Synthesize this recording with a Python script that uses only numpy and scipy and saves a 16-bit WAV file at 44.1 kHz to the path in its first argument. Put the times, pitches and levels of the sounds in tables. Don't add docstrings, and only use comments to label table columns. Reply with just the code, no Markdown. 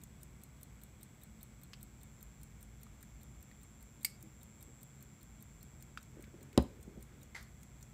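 import sys
import numpy as np
from scipy import signal
from scipy.fft import rfft, irfft, next_fast_len
from scipy.io import wavfile

SR = 44100
rng = np.random.default_rng(int(sys.argv[2]) if len(sys.argv) > 2 else 0)


def pcm_store(signal):
    levels = np.round(np.clip(np.atleast_2d(signal), -1, 1) * 32767)
    wavfile.write(sys.argv[1], SR, levels.astype(np.int16).T)


def convert_level_to_amplitude(level_db):
    exponent = np.asarray(level_db, float) / 20
    return 10 ** exponent


N = 349713
SHORT, LONG = 3072, 16384


def at(s, rows):
    return np.interp(s, *np.transpose(rows))


def columns(rows):
    s, *values = np.transpose(rows)
    return [np.interp(np.arange(N) / SR, s, v) for v in values]


def rms_one(x):
    return x / np.sqrt(np.mean(x ** 2) + 1e-20)


def band(x, low_hz, high_hz):
    return signal.sosfilt(signal.butter(2, [low_hz, high_hz], "band", fs=SR, output="sos"), x)


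def coloured(x, spectrum, peaks=()):
    size = next_fast_len(2 * len(x), True)
    hz = np.maximum(np.fft.rfftfreq(size, 1 / SR), 1)
    points = np.array(spectrum)
    level_db = np.interp(np.log(hz), np.log(points[:, 0]), points[:, 1])
    for centre_hz, width_hz, boost_db in peaks:
        level_db = level_db + boost_db / (1 + (2 * (hz - centre_hz) / width_hz) ** 2)
    cepstrum = irfft(np.log(convert_level_to_amplitude(level_db)), size)
    cepstrum[1:size // 2] *= 2
    cepstrum[size // 2 + 1:] = 0
    return irfft(rfft(x, size) * np.exp(rfft(cepstrum)), size)[:len(x)]


def ring(force, modes, spread_db=0):
    out = 0
    for hz, level_db, t60 in modes:
        r = convert_level_to_amplitude(-60 / (t60 * SR))
        w = 2 * np.pi * hz / SR
        gain = convert_level_to_amplitude(level_db + spread_db * rng.standard_normal())
        out = out + gain * signal.lfilter([0, np.sin(w)], [1, -2 * r * np.cos(w), r * r], force)
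    return out


def burst(t60, rise_s=0.00019, size=SHORT):
    t = np.arange(size) / SR
    envelope = convert_level_to_amplitude(-60 * t / t60) * (1 - np.exp(-t / rise_s))
    return rng.standard_normal(size) * (envelope + 1e-18)


def soft_push():
    return signal.sosfilt(signal.butter(2, 600, fs=SR, output="sos"), signal.unit_impulse(LONG))


def rattle(rattle_ms):
    t = np.arange(LONG) / SR
    grains = rng.standard_normal(LONG) * rng.exponential(1, LONG) ** .5
    rise = np.clip(t / 0.00038, 0, 1)
    return grains * rise * np.clip((rattle_ms / 1000 - t) / 0.0023, 1e-18, 1)


def add(out, s, sound, peak_db):
    i = max(round(s * SR), 0)
    piece = sound[:N - i]
    out[i:i + len(piece)] += piece * convert_level_to_amplitude(peak_db) / np.max(np.abs(sound))


# frequency in Hz, level in dB, T60 in seconds.
CASE_RING = [(5900, -11, .015), (6600, -6, .015), (7080, 0, .03)]
PLATE_RING = [(8570, 15, 0.046), (8140, 21, 0.03), (9070, 9, 0.066), (9590, 6, 0.054), (9700, -19, 0.011)]
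WHEEL_RING = [(12000, -6.5, 0.0071), (12100, 7, 0.017), (12150, 14, 0.024), (11970, 9, 0.025),
              (12550, -6, 0.022), (14670, 9, 0.014), (13900, -9, 0.015), (16000, -20, .012),
              (14940, -14, .012)]
UNLOCK_RING = [(3800, -9, 0.02), (4250, -9.5, 0.015), (8330, -3.5, 0.016), (9100, -5, 0.0068),
               (12960, -9, 0.0067), (13750, -9, 0.0087), (15400, -9, 0.0074)]
BRIDGE_RING = [(3620, -7, 0.1), (4180, 1, 0.09)]
# time in seconds, lead in seconds.
UNLOCK_LEAD = [(0, .0210), (4, .0205), (6.5, .0195), (7.9, .0180)]
# time in seconds, lateness in seconds.
LATENESS = [(0, 0), (1.7, -.0003), (2.0, -.0019), (2.8, -.001), (4.1, -.0013), (4.5, 0), (5.4, -.0014),
            (6.4, -.0013), (6.9, -.0005), (7.3, .0025), (7.9, .0035)]
# time in seconds, peak of the drop in dB.
FACING = [(0, -40.5), (.63, -40.5), (.83, -40), (1.5, -40.5), (2.3, -41), (2.85, -43), (3.4, -46),
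          (3.63, -50), (3.83, -44.5), (4.03, -40), (4.23, -43), (4.85, -39.5), (5.03, -44.5), (5.45, -42),
          (5.83, -44.5), (6.2, -49), (6.65, -46), (7.9, -49)]
# time in seconds, case ring in dB.
CASE_LEVEL = [(0, -61), (1.7, -76), (2.2, -77), (2.7, -63), (4.3, -82), (5.3, -70), (5.7, -59.5),
              (7.0, -58), (7.5, -51), (7.9, -52.5)]
FIRST_BEAT_S, SWING_S, TOCK_AFTER_S, SWINGS = .0358, .3996, .1956, 20
STRIKE_SPREAD_DB, RING_SPREAD_DB, BEAT_SPREAD_DB = 4.5, 2.5, .4
TOCK_DB, UNLOCK_TOCK_DB, BRIDGE_TOCK_DB = 1.8, 1, -4
PLATE_DB, BRIDGE_DB = -61, -70
BRIDGE_TURNED_DB, TURN_S = -5, 3.0
UNLOCK_DB, UNLOCK_FOLLOWS = -58.5, .45
IMPULSE_SHARE = .53


def escapement():
    out = np.zeros(N)
    chance = rng.standard_normal((2 * SWINGS, 4))
    for k, (drop, plate, case, bridge) in enumerate(chance):
        tock = k % 2
        s = FIRST_BEAT_S + SWING_S * (k // 2) + TOCK_AFTER_S * tock
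        s += at(s, LATENESS)
        facing_db = at(s, FACING)
        drop_db = facing_db + TOCK_DB * (tock - .5) + BEAT_SPREAD_DB * drop
        unlock_db = UNLOCK_DB + UNLOCK_FOLLOWS * (facing_db + 43.5) + UNLOCK_TOCK_DB * (tock - .5)
        plate_db = PLATE_DB + RING_SPREAD_DB * plate
        case_db = at(s, CASE_LEVEL) + RING_SPREAD_DB * case
        bridge_db = BRIDGE_DB + BRIDGE_TOCK_DB * tock + RING_SPREAD_DB * bridge
        bridge_db += BRIDGE_TURNED_DB * (s > TURN_S)
        impulse_db = unlock_db + (-3 if tock else -11)
        lead = at(s, UNLOCK_LEAD)

        blow, unlock, impulse = burst(t60=0.0094), burst(t60=0.056), burst(t60=0.0056)
        add(out, s, ring(blow, WHEEL_RING, STRIKE_SPREAD_DB), drop_db - 10)
        add(out, s, band(burst(t60=0.013), 7800, 15800), drop_db - 1.5)
        add(out, s, ring(blow, PLATE_RING, STRIKE_SPREAD_DB), plate_db + 4)
        add(out, s, ring(blow, CASE_RING, STRIKE_SPREAD_DB / 2), case_db + 5)
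        add(out, s + 0.00141, ring(blow, BRIDGE_RING, STRIKE_SPREAD_DB), bridge_db + 3)
        add(out, s - lead, ring(unlock, UNLOCK_RING, STRIKE_SPREAD_DB), unlock_db + .5)
        add(out, s - lead, band(unlock, 9500, 14000), unlock_db - 8)
        add(out, s - IMPULSE_SHARE * lead, band(impulse, 8000, 15000), impulse_db)
    return out


# time in seconds, level in dB,
# lean from the low resonance (-1) to the high one (+1).
LAMP = [(0.2, -80.5, 0.85), (0.7, -81, 1), (1.3, -79.5, 1), (1.7, -79.5, .6), (2.2, -75.5, -0.51),
        (2.7, -79.5, -0.15), (3.2, -77, -0.79), (3.7, -75, -0.52), (4.2, -77, -1), (4.7, -72, .05),
        (5.2, -76.5, -0.76), (5.7, -74.5, -0.24), (6.2, -79.5, -0.11), (7.0, -83.5, -0.19),
        (7.7, -77, -0.15)]
# frequency in Hz, spread in Hz.
LAMP_MODES = [(7340, 65), (7500, 30), (7665, 62)]
# frequency in Hz, spread in Hz, level in dB.
LAMP_FAINT = [(5400, 80, -91), (6100, 160, -86.5), (6780, 30, -88), (7080, 30, -89), (7740, 30, -86),
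              (7900, 70, -85), (10140, 90, -93), (12400, 150, -93), (14700, 120, -92)]
MAINS_HZ, FIRST_KICK, SECOND_KICK = 59.983, .40, .92
LAMP_FOCUS_DB, LAMP_MIDDLE_DB = 5.5, -3
SHADE_DB = -1


def lamp():
    order = np.arange(80, 255)[:, None]
    cycle = np.linspace(0, 1, 8192)
    harmonics = sum(np.cos(2 * np.pi * order * (cycle - kick)) for kick in (FIRST_KICK, SECOND_KICK))
    phase = np.arange(N) / SR * MAINS_HZ % 1
    level_db, lean = columns(LAMP)
    resonances = []
    for (hz, spread_hz), place in zip(LAMP_MODES, (-1, 0, 1)):
        focus_loss_db = LAMP_FOCUS_DB * (place - lean) ** 2
        resonances.append((hz, spread_hz, level_db + 5 + LAMP_MIDDLE_DB * (place == 0) - focus_loss_db))
    for hz, spread_hz, db in LAMP_FAINT:
        resonances.append((hz, spread_hz, db + SHADE_DB * lean * (hz < 7000)))
    out = 0
    for hz, spread_hz, db in resonances:
        bell = np.exp(-.5 * ((order * MAINS_HZ - hz) / spread_hz) ** 2)
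        wave = rms_one((bell * harmonics).sum(axis=0))
        out = out + convert_level_to_amplitude(db) * np.interp(phase, cycle, wave)
    return out


# frequency in Hz, density in dB per Hz.
AIR = [(30, 2), (60, 2), (135, -3.5), (223, -10.5), (432, -20), (1570, -25.5), (1840, -30.5), (2670, -31.5),
       (4900, -35), (7400, -30), (10400, -40.5), (14800, -36), (15750, -45), (15950, -68)]
# frequency in Hz, width in Hz, boost in dB.
AIR_PEAKS = [(56.1, 21, 11), (133.3, 13, 6.5), (215, 17.2, 9.5), (2197, 640, 9), (3380, 130, 7.5),
             (9450, 240, 4), (12400, 500, 3)]
# time in seconds, level in dB.
SURGE = [(0, -63), (.35, -62.5), (.75, -65), (1.5, -65.5), (3.1, -59), (3.73, -65), (3.9, -67.5),
         (5.08, -71), (5.4, -61), (5.67, -59.5), (5.96, -67), (6.5, -60), (7.0, -63.5), (7.6, -62)]
RUMBLE_DB, HISS_DB = -59.5, -69


def air():
    noise = coloured(rng.standard_normal(N), AIR, AIR_PEAKS)
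    deep = signal.sosfiltfilt(signal.butter(2, 90, fs=SR, output="sos"), noise)
    low = signal.sosfiltfilt(signal.butter(2, 450, fs=SR, output="sos"), noise)
    deep_db, = columns(SURGE)
    throb = convert_level_to_amplitude(deep_db + 1.5) * rms_one(deep)
    return throb + convert_level_to_amplitude(RUMBLE_DB) * rms_one(low - deep) + convert_level_to_amplitude(HISS_DB) * rms_one(noise - low)


# start in seconds, peak in dB, note in Hz, knock and crack in dB re the peak.
TAPS = [
    (1.733, -49, 1280, 8, 0),
    (2.8667, -55.5, 1230, -9, -13),
    (3.031, -55, 1210, -6, -13),
    (3.5132, -55, 1910, -6, -5),
    (5.9739, -37, 1380, -6, -12),
    (6.24, -52, 2250, -5, -6),
    (6.5294, -60, 2040, 2, 8),
]


def nail_taps():
    out = np.zeros(N)
    for s, db, hz, knock_db, crack_db in TAPS:
        note = ring(burst(t60=0.003, rise_s=0.00039), [(hz, 0, .009), (1.25 * hz, -9, .006)])
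        add(out, s, band(note, 0.81 * hz, 2.0 * hz), db + 2.5)
        add(out, s, band(burst(t60=0.037), 2200, 4900), db + knock_db - 0.5)
        add(out, s, band(burst(t60=0.016), 6000, 16000), db + crack_db - 2.5)
    return out


# start in seconds, peak in dB, rattle length in milliseconds.
SNAP = [
    (4.0465, -16.5, 6.9),
]
# frequency in Hz, level in dB, T60 in seconds.
LID = [(2263, -0.5, 0.067), (3000, -21, .015), (4740, -9, .06), (4770, -4, 0.057), (5150, -15, 0.062),
       (5220, -22, .16), (8060, -6.5, 0.034), (8320, -3, 0.055), (8700, -25, .03), (9500, -20, .03),
       (11200, -8, .04), (11200, -20, .035), (12850, -19, .03), (14050, -18, .03)]
# frequency in Hz, density in dB per Hz.
SNAP_COLOUR = [(350, -51), (600, -30), (1630, -27), (2210, -5), (3400, -21), (4540, -10), (5910, -17.5),
               (7700, -8), (10300, -23), (11300, -5.5), (16500, -17.5)]


def lid_snap():
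    out = np.zeros(N)
    for s, db, rattle_ms in SNAP:
        contact = rattle(rattle_ms)
        add(out, s, coloured(contact, SNAP_COLOUR), db - 3)
        add(out, s, np.gradient(ring(contact, LID)), db - 12)
        shimmer = coloured(burst(t60=0.069, rise_s=.002, size=LONG), SNAP_COLOUR)
        add(out, s + 0.0018, shimmer, db - 16)
        wash = band(burst(t60=.3, rise_s=.004, size=LONG), 4450, 5500)
        add(out, s + .004, wash, db - 37)
    return out


# start in seconds, peak in dB, frequency in Hz, T60 in seconds.
THUDS = [
    (4.235, -53.5, 318, 0.24),
    (6.17, -44, 368, 0.029),
    (6.195, -43, 350, 0.024),
    (6.236, -46, 210, 0.076),
    (6.279, -48, 233, 0.049),
    (6.341, -47, 350, 0.077),
    (6.415, -49, 235, 0.069),
    (6.878, -38, 215, 0.041),
    (6.946, -44, 207, 0.027),
    (6.975, -39, 205, 0.055),
]


def box_thuds():
    out = np.zeros(N)
    push = soft_push()
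    for s, db, hz, t60 in THUDS:
        add(out, s, ring(push, [(hz, 0, t60), (1.6 * hz, -8, 0.6 * t60)]), db - .5)
    return out


# start in seconds, rub in dB, rustle in dB, hold in seconds.
SHUFFLE = [(4.458, -77, -84, .01), (4.62, -67, -82, .003), (4.685, -61.5, -68, .005),
           (6.175, -54, -65, .005), (6.223, -86, -66.5, .05), (6.34, -61, -71, 0.063),
           (6.42, -68, -71, .08), (6.566, -53.5, -62, 0.011), (6.7, -59.5, -70, 0.088),
           (6.889, -52.5, -80, .003), (6.97, -53.5, -82, .01), (7.076, -67.5, -67, .08),
           (7.18, -65, -74, 0.11)]
RUB_RISE_DB_PER_S, RUB_FALL_DB_PER_S = 352, 330


def shuffle():
    out = np.zeros(N)
    rub = rms_one(band(rng.standard_normal(N), 260, 480))
    grains = rng.standard_normal(N) * rng.exponential(1, N)
    rustle = rms_one(band(grains, 1230, 2100))
    t = np.arange(N) / SR
    for s, rub_db, rustle_db, hold_s in SHUFFLE:
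        near = slice(int((s - .2) * SR), int((s + hold_s + .2) * SR))
        before_s = np.maximum(s - t[near], 0)
        after_s = np.maximum(t[near] - s - hold_s, 0)
        swell = convert_level_to_amplitude(-RUB_RISE_DB_PER_S * before_s - RUB_FALL_DB_PER_S * after_s)
        out[near] += swell * (convert_level_to_amplitude(rub_db - 5) * rub[near] + convert_level_to_amplitude(rustle_db - 8.5) * rustle[near])
    return out


# start in seconds, peak in dB.
SET_DOWN = [
    (6.575, -8.5),
]
# frequency in Hz, level in dB, T60 in seconds.
BOX = [(70, -6.5, 0.12), (151, -8, 0.1), (202, -0.5, 0.1), (247, 2, 0.034), (350, -2.5, 0.031),
       (438, 0.5, 0.03), (516, -10.5, .05), (747, -9, 0.046), (1440, -38, 0.027)]
# frequency in Hz, density in dB per Hz.
CRACK_COLOUR = [(500, -21), (800, -16), (1300, -10.5), (2290, -24), (3850, -14), (6000, -18), (9220, -25.5),
                (11100, -23), (12600, -34), (15500, -31), (16500, -38)]
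ROCK_S, ROCK_DB = 0.003055, 1
BOOM_LAG_S = 0.0116


def set_down():
    out = np.zeros(N)
    (s, db), = SET_DOWN
    add(out, s + 0.00141, coloured(burst(t60=0.008), CRACK_COLOUR), db - 9.5)
    push = soft_push()
    push = push + convert_level_to_amplitude(ROCK_DB) * np.roll(push, round(ROCK_S * SR))
    walls = ring(push, BOX[1:])
    cavity = np.roll(ring(push, BOX[:1]), round(BOOM_LAG_S * SR))
    add(out, s + 0.00196, band(walls + cavity, 81, 1000), db - 1.5)
    add(out, s + .003, band(burst(t60=0.066, size=LONG), 110, 770), db - 9)
    return out


# start in seconds, peak in dB, rattle length in milliseconds.
COVER_DROPS = [
    (7.3484, -36.5, 8.5),
    (7.3625, -37.5, 8.2),
]
# frequency in Hz, level in dB, T60 in seconds.
COVER = [(990, -9, 0.028), (1870, -21, .06), (2086, 9, 0.028), (4400, -11, 0.025), (6440, -14, 0.026),
         (7460, -11, .03)]
# frequency in Hz, density in dB per Hz.
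COVER_COLOUR = [(290, -59), (500, -22.5), (1730, -10), (2010, -4.5), (2650, -24), (4290, -17.5),
                (11300, -31.5), (15300, -40), (16500, -54)]


def cover_drops():
    out = np.zeros(N)
    for s, db, rattle_ms in COVER_DROPS:
        add(out, s - .002, ring(rattle(rattle_ms), COVER, spread_db=1), db - 2)
        shimmer = coloured(burst(t60=0.3, rise_s=0.0014, size=LONG), COVER_COLOUR)
        add(out, s - .002, shimmer, db - 7)
    return out


ROOM_T60_S, ROOM_DB, ROOM_CUT_HZ = 0.29, -18.5, 6800


def room(x):
    tail = burst(ROOM_T60_S, rise_s=0.0011, size=LONG)
    tail = signal.sosfilt(signal.butter(1, ROOM_CUT_HZ, fs=SR, output="sos"), tail)
    tail = tail / np.sqrt(np.sum(tail ** 2))
    return x + convert_level_to_amplitude(ROOM_DB) * signal.fftconvolve(x, tail)[:N]


def scene():
    handling = nail_taps() + lid_snap() + box_thuds() + shuffle() + set_down() + cover_drops()
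    return (room(escapement() + handling) + lamp() + air())[None]


def roll_off(x):
    return signal.sosfilt(signal.butter(12, 16660, fs=SR, output="sos"), x)


MIC_LOW_HZ, CUTOFF_HZ = 45.6, 16600
OVERLOAD = .42


def record(dry):
    x = signal.sosfilt(signal.butter(4, MIC_LOW_HZ, "high", fs=SR, output="sos"), dry)
    x = OVERLOAD * np.tanh(x / OVERLOAD)
    x = signal.sosfilt(signal.cheby2(12, 60, CUTOFF_HZ, fs=SR, output="sos"), x)
    return roll_off(x)


dry = scene()
out = record(dry)
pcm_store(out)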